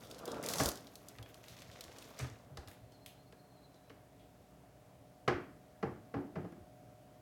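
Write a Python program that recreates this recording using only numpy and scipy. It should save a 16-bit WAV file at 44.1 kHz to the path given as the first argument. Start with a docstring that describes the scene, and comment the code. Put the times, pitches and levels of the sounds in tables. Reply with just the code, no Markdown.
"""Rummaging in kitchen cupboards a few steps from the microphone, over room noise and appliance hum.
From the start a plastic bag crinkles and snaps (random folds) while something slides on a wooden shelf
(filtered friction noise); a hard room answers (decaying noise). A glass chinks (thin modes). From 0.6 s
containers knock (noise bursts into resonances) and soft thuds fall (damped sines). A faint squeak draws
out at 2.8-3.9 s (shaky sine); after 5.2 s comes a run of knocks, some with a sharp crack, and thuds."""
import sys
import numpy as np
from scipy import signal
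from scipy.fft import rfft, irfft, next_fast_len
from scipy.io import wavfile
from scipy.ndimage import uniform_filter1d, map_coordinates

SR = 44100
rng = np.random.default_rng(int(sys.argv[2]) if len(sys.argv) > 2 else 0)


def invert_db(x):
    """Field ratio 10**(x/20) for x, a level in decibels (scalar or array-like)."""
    u = np.asarray(x, float) / 20
    return 10 ** u


def int16_out(signal):
    """Quantize to a 16-bit WAV file."""
    q = np.round(np.clip(np.atleast_2d(signal).T, -1, 1) * 32767)
    wavfile.write(sys.argv[1], SR, q.astype(np.int16))


N = 317961
T = np.arange(N) / SR  # s

# room noise colour: (frequency [Hz], relative density [dB per Hz])
AIR_COLOUR = [(18, -60), (30, -39), (44, -1.5), (68, -5), (82, -6), (108, 0), (240, -9), (276, -5),
              (325, -12), (392, -9.5), (532, -13), (626, -10), (737, -11.5), (869, -17.5), (8000, -41.5),
              (10400, -63), (17600, -120)]
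# appliance hum lines: (frequency [Hz], level before any swell [dB rms], pitch shake [Hz])
HUM_LINES = [(61.6, -71.5, 3.4), (122, -69.5, 9.6), (146, -84, 6.27), (180.3, -75, 4.7), (278, -75, 9.5),
             (491, -81, 2.6), (575, -79, 2.47), (608.3, -71.5, 2.5), (649, -76.5, 2.53), (729, -73, 2.78)]
# slow swell of the upper hum lines: (time [s], gain [dB])
UPPER_HUM_SWELL = [(0, -0.4), (4.5, -1.5), (6.2, 3.7), (6.8, 4.5), (7.21, 2.5)]
# crumpling of the bag: (time [s], body level [dB], top treble level [dB])
CRINKLE_LEVELS = [(0, -68.5, -70), (.254, -67, -86), (.42, -63.5, -80), (.428, -54, -65), (.592, -50, -48),
                  (.66, -59, -47), (.695, -62, -54), (.72, -77, -75), (.806, -67, -70), (.9, -72.5, -72.5),
                  (1.36, -70, -76), (1.57, -62.5, -70), (1.67, -66.5, -78), (2.18, -65.5, -71),
                  (2.19, -54, -78), (2.25, -58.5, -69), (2.354, -71.5, -84), (2.45, -73, -80)]
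# resonances of the plastic film: (centre [Hz], width [Hz], level [dB])
FILM_BANDS = [(2000, 1700, 1), (3540, 580, -7.5), (4660, 2600, -3), (6200, 2500, -4)]
# sliding on the shelf: (time [s], level [dB])
SLIDE_LEVELS = [(0, -60), (.2, -55.5), (.268, -51), (.28, -41.5), (.41, -47.5), (.5, -44.5), (.58, -43),
                (.68, -39.5), (.74, -84), (.85, -65), (1.5, -66), (1.9, -60.5), (2.15, -60.5), (2.35, -66),
                (2.8, -73)]
# resonances of the sliding container: (centre [Hz], width [Hz], level [dB])
SCRAPE_MODES = [(192, 172, -4.5), (358, 100, -2.5), (471, 62, 0.5), (574, 97, -2), (689, 83, -2.5),
                (957, 140, -8.5), (1144, 124, -8.5), (1370, 84, -9), (1533, 110, -12.5)]
# reverberation: (frequency [Hz], t60 [s])
ROOM_T60 = [(60, 1), (160, 0.87), (420, 0.33), (1100, 0.45), (3000, 0.43), (8000, 0.3), (15000, 0.23)]
# snaps of the bag, later dull ticks and the sharp cracks of knocks:
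# (time [s], level [dB], relative top treble [dB], centre [Hz], share sent to the room [dB])
CRACK_EVENTS = [(.0353, -40, -14, 3250, 3), (.1119, -31.5, -16, 3730, -7), (.146, -37.5, -30, 4280, -3),
                (.184, -41, -11, 4220, -8), (.19, -40, -8, 4200, -10), (.1964, -46, -8, 3300, -10),
                (.2552, -34.5, -2.5, 4720, -14), (.2778, -31.5, -16, 3370, -0.5),
                (.3167, -31, -26, 5160, -12), (.3434, -38, -15, 2540, 0), (.4277, -35, -8, 6660, 0),
                (.439, -36, -1, 5400, -7), (.462, -25, -12, 5700, -16), (.4872, -20, -12, 4670, -0.5),
                (.4994, -31, -19, 5700, -8), (.5361, -20, -10, 4350, -12), (.557, -25.5, -23, 5600, 2),
                (.5842, -20.5, -29, 4870, 7), (.6094, -24, -8, 5260, -18), (.635, -22, -9, 5500, 0.3),
                (.6586, -17, -12, 4580, -8.5), (.6885, -21, -4, 4200, -26), (.7163, -30.5, -21, 6160, -31),
                (.7557, -35.5, -10, 4700, -7), (.7734, -35.5, -24, 4560, -11), (.87, -39.5, -23, 3720, -9),
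                (.9552, -34.5, -10, 4240, -9), (1.0854, -35.5, -7, 5600, -12),
                (1.1852, -33.5, -38, 2620, -24), (1.2273, -37, -13, 3150, -23),
                (1.3433, -38.5, -12, 3580, -9), (1.4402, -37, -17, 2420, -4), (1.4832, -38.5, -11, 3570, 2),
                (1.588, -39, -19, 2940, -12), (1.6195, -38, -26, 4020, -14), (1.7145, -39, -25, 3430, 3),
                (1.8083, -29, -11, 3600, -10), (1.8392, -35, -13, 4330, -6), (1.963, -40, -23, 2200, 2),
                (2.0244, -36.5, -11, 2640, -11), (2.1905, -32, -26, 6400, -1), (2.5721, -32, -49, 4050, -7),
                (2.6748, -38.5, -24, 3880, -6), (2.6837, -42, -3, 3210, -1),
                (2.7143, -40.5, -9, 2220, -0.5), (2.921, -47, -19, 3700, -2), (3.0613, -32.5, -8, 2730, -2),
                (3.325, -45.5, -17, 2830, -12), (3.7434, -51, -28, 3960, -2), (3.897, -42.5, -27, 2390, -8),
                (4.196, -51.5, -21, 2400, 4), (5.2796, -23, -32, 2290, -18), (5.828, -41, -26, 2380, -11),
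                (6.5217, -54, -7, 2570, -12)]
# touches of a glass: (time [s], level [dB])
GLASS_TOUCHES = [(.28, -58), (1.228, -62), (4.2, -72)]
# modes of the glass: (frequency [Hz], relative level [dB], t60 [s])
GLASS_MODES = [(3311, 0, .3), (3760, -16, .12)]
# containers meeting wood: (time [s], strength [dB], hardness as corner [Hz], contact t60 [s], hollow boom [dB])
KNOCK_EVENTS = [(.598, 1, 2000, 0.049, -2), (.611, -16, 1460, 0.02, -14), (.655, -15, 1200, 0.025, -10),
                (1.187, -19.5, 2500, 0.022, 1), (2.192, -22.5, 3000, 0.18, 6),
                (2.244, -16, 2500, 0.034, -6), (2.57, -16, 2250, 0.037, -3.5), (2.63, -23, 1500, 0.027, -4),
                (2.677, -23, 2500, 0.034, -3), (3.323, -23, 1510, 0.027, 3), (3.9, -21.5, 2490, 0.034, 0.5),
                (5.277, 5, 1900, .052, 1), (5.307, -4.5, 1480, 0.029, 6.5), (5.827, 0.8, 1100, 0.04, 1.5),
                (6.139, -4, 910, 0.055, 1), (6.163, -12, 710, 0.099, 7), (6.355, -9, 930, 0.092, 0.5),
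                (6.383, -15, 590, 0.048, 6.5), (6.443, -15, 790, 0.064, 3),
                (6.521, -22.5, 1430, 0.029, 10.5)]
# resonances of the shelf: (centre [Hz], width [Hz], level [dB])
SHELF_MODES = [(443, 61, 3.5), (590, 120, -7.5), (616, 57, 1), (800, 25, 4), (1050, 400, -4),
               (1034, 98, 1.5), (1262, 104, -5), (1663, 47, 2.5), (1900, 410, -6.5), (2980, 450, -7.5),
               (4770, 2000, -11)]
# resonances of the hollow cupboard: (centre [Hz], width [Hz], relative level [dB])
HOLLOW_MODES = [(186, 51, 0), (281.7, 8.6, 6), (314.5, 16.4, 0), (356.3, 7.4, 6.5)]
# soft thuds of feet and doors: (time [s], strength [dB], frequency [Hz], t60 [s])
THUD_EVENTS = [(0.603, -18.5, 135, 0.089), (.654, -19, 62.6, 0.091), (1.194, -33.5, 109, .12),
               (1.498, -43.5, 120, .15), (1.669, -40, 107, 0.14), (1.852, -44.5, 78.6, 0.18),
               (2.212, -24.5, 126, .17), (2.307, -33.5, 107, 0.1), (2.503, -41, 136, 0.24),
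               (2.584, -28.5, 67, 0.088), (2.659, -39.5, 96, 0.16), (2.813, -41, 114, 0.16),
               (5.283, -23.5, 121, 0.11), (5.339, -25.5, 86, 0.081), (5.835, -35.5, 139.6, .28),
               (5.9, -38.5, 114, 0.14), (6.152, -28, 120, .13), (6.365, -31.5, 151, 0.2),
               (6.43, -34, 176, 0.19), (6.6, -42, 81, 0.14)]
# squeak: (time [s], mean frequency [Hz], mean level [dB])
SQUEAK_PATH = [(2.8, 4020, -91), (2.92, 4160, -79), (3.199, 4250, -77.5), (3.5, 4200, -77.5),
               (3.7, 4050, -80), (3.881, 4030, -77), (3.93, 3950, -100)]


def unit(x):
    """x at rms 1."""
    return x / np.sqrt(np.mean(x ** 2) + 1e-20)


def along(points, hz):
    """(Hz, value) points read on a log frequency axis."""
    f, v = np.transpose(points)
    return np.interp(np.log(hz + 1), np.log(f + 1), v)


def curves(rows):
    """One value per sample for each column after the time; -150 dB after the last row."""
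    s, *columns = np.transpose(rows)
    return [np.interp(T, s, column, right=-150) for column in columns]


def wobble(knots_per_s):
    """A smooth random curve through standard normal knots."""
    knots = rng.standard_normal(int(N * knots_per_s / SR) + 4)
    return map_coordinates(knots, [T * knots_per_s])


def filtered(x, response):
    """x times a complex response of frequency."""
    n = x.shape[-1]
    m = next_fast_len(n + 8192)
    return irfft(rfft(x, m) * response(np.fft.rfftfreq(m, 1 / SR)), m)[..., :n]


def peak(f, hz, width_hz):
    """A causal resonance of gain 1 at its centre."""
    return 1j * f * width_hz / (hz * hz - f * f + 1j * f * width_hz + 1e-9)


def modes(f, table):
    """Resonances side by side, alternating in sign."""
    return sum((-1) ** k * invert_db(db) * peak(f, hz, width_hz) for k, (hz, width_hz, db) in enumerate(table))


def add(track, times_s, sounds):
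    """Mix one row of sounds into the track at each time."""
    for s, sound in zip(times_s, sounds):
        part = track[round(s * SR):][:len(sound)]
        part += sound[:len(part)]


def bursts(t60_s, size, rise_s, spike, bins):
    """One row of dying noise per event, opened by a sharp spike, its spectrum evened out over some bins."""
    t = np.arange(size) / SR
    decay = invert_db(-60 * t / np.maximum(t60_s, .002)) + spike * invert_db(-60 * t / 0.0023)
    shape = decay * (1 - np.exp(-t / rise_s))
    z = rfft(rng.standard_normal(shape.shape) * shape)
    flat = z / np.sqrt(uniform_filter1d(np.abs(z) ** 2, size=bins))
    rows = irfft(flat, size) * (t < t[size // 2])
    return rows * np.linalg.norm(shape, axis=1, keepdims=True) / 2


def hum_line(hz, shake_hz):
    """A sine at rms 1 whose pitch and level shake a little."""
    phase = 2 * np.pi * np.cumsum(hz + shake_hz * wobble(30)) / SR
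    return unit(invert_db(0.72 * wobble(31)) * np.sin(phase))


def air():
    """Steady room noise with slight patches in time and frequency, plus appliance hum."""
    noise_db, upper_hum_hz = -62, 500
    z = signal.stft(rng.standard_normal(N), nperseg=512)[2]
    patches = uniform_filter1d(uniform_filter1d(rng.standard_normal(z.shape), 6, 0), 14, 1)
    noise = signal.istft(z * invert_db(1.14 * unit(patches)), nperseg=512)[1][:N]
    out = invert_db(noise_db) * unit(filtered(noise, lambda f: invert_db(along(AIR_COLOUR, f))))
    swell_db = np.interp(T, *np.transpose(UPPER_HUM_SWELL))
    for hz, db, shake_hz in HUM_LINES:
        out += invert_db(db + swell_db * (hz > upper_hum_hz)) * hum_line(hz, shake_hz)
    return out


def crinkle():
    """Thousands of tiny folds a second, in clumps, a few much larger; each band rings to folds of its own."""
    level_db, top_db = curves(CRINKLE_LEVELS)
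    handful_db = 2.5 * wobble(70)  # clumping shared by all bands

    def folds():
        size_db = handful_db + 4 * wobble(200) + 2.5 * rng.exponential(size=N)
        return (rng.random(N) < .04) * rng.standard_normal(N) * invert_db(size_db)

    body = np.zeros(N)
    for hz, width_hz, db in FILM_BANDS:
        body += invert_db(db) * unit(filtered(folds(), lambda f: peak(f, hz, width_hz) ** 2))
    top = filtered(folds() + folds(), lambda f: peak(f, 12300, 8300) ** 2)
    return invert_db(level_db) * unit(body) + invert_db(top_db) * unit(top)


def slide():
    """Grainy friction noise sets the sliding container humming in its own resonances."""
    grain = invert_db(3.6 * wobble(200)) * rng.standard_normal(N)
    hum = filtered(grain, lambda f: modes(f, SCRAPE_MODES) / (1 + (f / 1750) ** 8))
    return invert_db(curves(SLIDE_LEVELS)[0]) * unit(hum)


def room(x, size=512, hop=64):
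    """Diffuse reverberation: energy at each frequency is stored, leaks at its own speed and sounds as noise."""
    overlap = size - hop
    stft = lambda v: signal.stft(v, SR, nperseg=size, noverlap=overlap)
    hz, _, z = stft(np.pad(x, (330, 0))[:N])  # the first walls answer after a few ms
    fine = np.abs(z) ** 2
    broad = uniform_filter1d(fine, size=9, axis=0)
    energy = np.where(hz[:, None] < 1200, fine, broad)  # many modes overlap in the treble
    keep = invert_db(-60 * hop / SR / along(ROOM_T60, hz)) ** 2
    stored = np.array([signal.lfilter([1 - k], [1, -k], e) for k, e in zip(keep, energy)])
    noise = stft(rng.standard_normal(N))[2]
    carrier = unit(np.abs(noise)) * np.exp(1j * np.angle(noise))
    return signal.istft(carrier * np.sqrt(np.abs(stored)), SR, nperseg=size, noverlap=overlap)[1][:N]


def ticks():
    """Small snaps of the bag at chance moments, their level following the crumpling; rows as in CRACK_EVENTS."""
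    ticks_per_s, over_crinkle_db, spread_db = 25, 17.5, 4
    top_db, usual_hz, room_db = -29, 3520, -3.5
    s, level_db, _ = np.transpose(CRINKLE_LEVELS)
    when_s = rng.uniform(0, s[-1], int(ticks_per_s * s[-1]))
    size, pitch = rng.standard_normal((len(when_s), 2)).T
    db = np.interp(when_s, s, level_db) + over_crinkle_db + spread_db * size
    hz = usual_hz * np.exp(.3 * pitch)
    return np.transpose(np.broadcast_arrays(when_s, db, top_db, hz, room_db))


def snaps_and_cracks():
    """Bag snaps, dull ticks, knock cracks: short broad bursts around a centre; returns direct and room feed."""
    body_db = -9  # low body under each burst
    s, db, top_db, hz, room_db = np.transpose(np.vstack([CRACK_EVENTS, ticks()]))[..., None]

    def colour(f):
        body = invert_db(body_db) * peak(f, 1260, 1800) ** 2
        top = invert_db(top_db) * peak(f, 12650, 14400) ** 2
        return peak(f, hz, 1.01 * hz) ** 2 + body - top

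    noise = bursts(0.027 + 0 * s, size=2048, rise_s=.0001, spike=1.5, bins=80)
    cracks = invert_db(db) * filtered(noise, colour)
    direct, send = np.zeros((2, N))
    add(direct, s[:, 0], cracks)
    add(send, s[:, 0], invert_db(room_db) * cracks)
    return direct, send


def glass():
    """A touched glass rings briefly in a few thin modes."""
    out, t = np.zeros(N), T[:SR // 2]
    ring = sum(invert_db(db - 60 * t / t60_s) * np.sin(2 * np.pi * hz * t) for hz, db, t60_s in GLASS_MODES)
    add(out, [s for s, db in GLASS_TOUCHES], [invert_db(db) * ring for s, db in GLASS_TOUCHES])
    return out


def knocks():
    """A rattling contact, duller for a lower corner, excites the shelf and the hollow cupboard under it."""
    s, db, corner_hz, t60_s, hollow_db = np.transpose(KNOCK_EVENTS)[..., None]

    def colour(f):
        wood = modes(f, SHELF_MODES) + invert_db(hollow_db) * modes(f, HOLLOW_MODES)
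        return wood / (1 + 1j * f / corner_hz) ** 2

    contact = bursts(t60_s, size=8192, rise_s=0.0021, spike=1.0, bins=64)
    out = np.zeros(N)
    add(out, s[:, 0], invert_db(db) * filtered(contact, colour))
    return out


def thuds():
    """The floor or a panel swings a few times after a soft push."""
    s, db, hz, t60_s = np.transpose(THUD_EVENTS)[..., None]
    t = T[:SR // 2]
    swing = np.sin(2 * np.pi * hz * t) + 0.56 * np.sin(2 * np.pi * 0.63 * hz * t)
    envelope = invert_db(db - 60 * t / t60_s) * (1 - np.exp(-t / 0.014))
    out = np.zeros(N)
    add(out, s[:, 0], envelope * swing)
    return out


def squeak():
    """A faint breathy squeak, perhaps a slow hinge: a sine with fast pitch shake and fluttering level."""
    s, hz, db = np.transpose(SQUEAK_PATH)
    pitch_hz = np.interp(T, s, hz) + 110 * wobble(350) + 45 * wobble(12)
    level_db = np.interp(T, s, db, left=-150, right=-150) + 4 * wobble(40)
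    return invert_db(level_db) * np.sin(2 * np.pi * np.cumsum(pitch_hz) / SR)


def scene():
    """Sum of all sources; the room is fed by the bag, cracks, glass, knocks and sliding."""
    rubbing, rustle = slide(), crinkle() + glass()
    cracks, send = snaps_and_cracks()
    blows = knocks()
    wet = room(invert_db(-6.5) * rustle + send + invert_db(-4.5) * blows + invert_db(-6.5) * rubbing)
    return (air() + rustle + rubbing + cracks + wet + blows + thuds() + squeak())[None]


def band_limit(x):
    """A steep low-pass at the top of the band."""
    return signal.sosfilt(signal.butter(12, 16830, fs=SR, output="sos"), x)


def record(dry):
    """The microphone hisses faintly, drops the deepest bass and softens the extreme treble."""
    hiss_db = -74  # rms ahead of the response
    response = lambda f: (1j * f / (40 + 1j * f)) ** 3 / (1 + (f / 21000) ** 4)
    mix = filtered(dry + invert_db(hiss_db) * rng.standard_normal(N), response)
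    return band_limit(mix)


dry = scene()
out = record(dry)
int16_out(out)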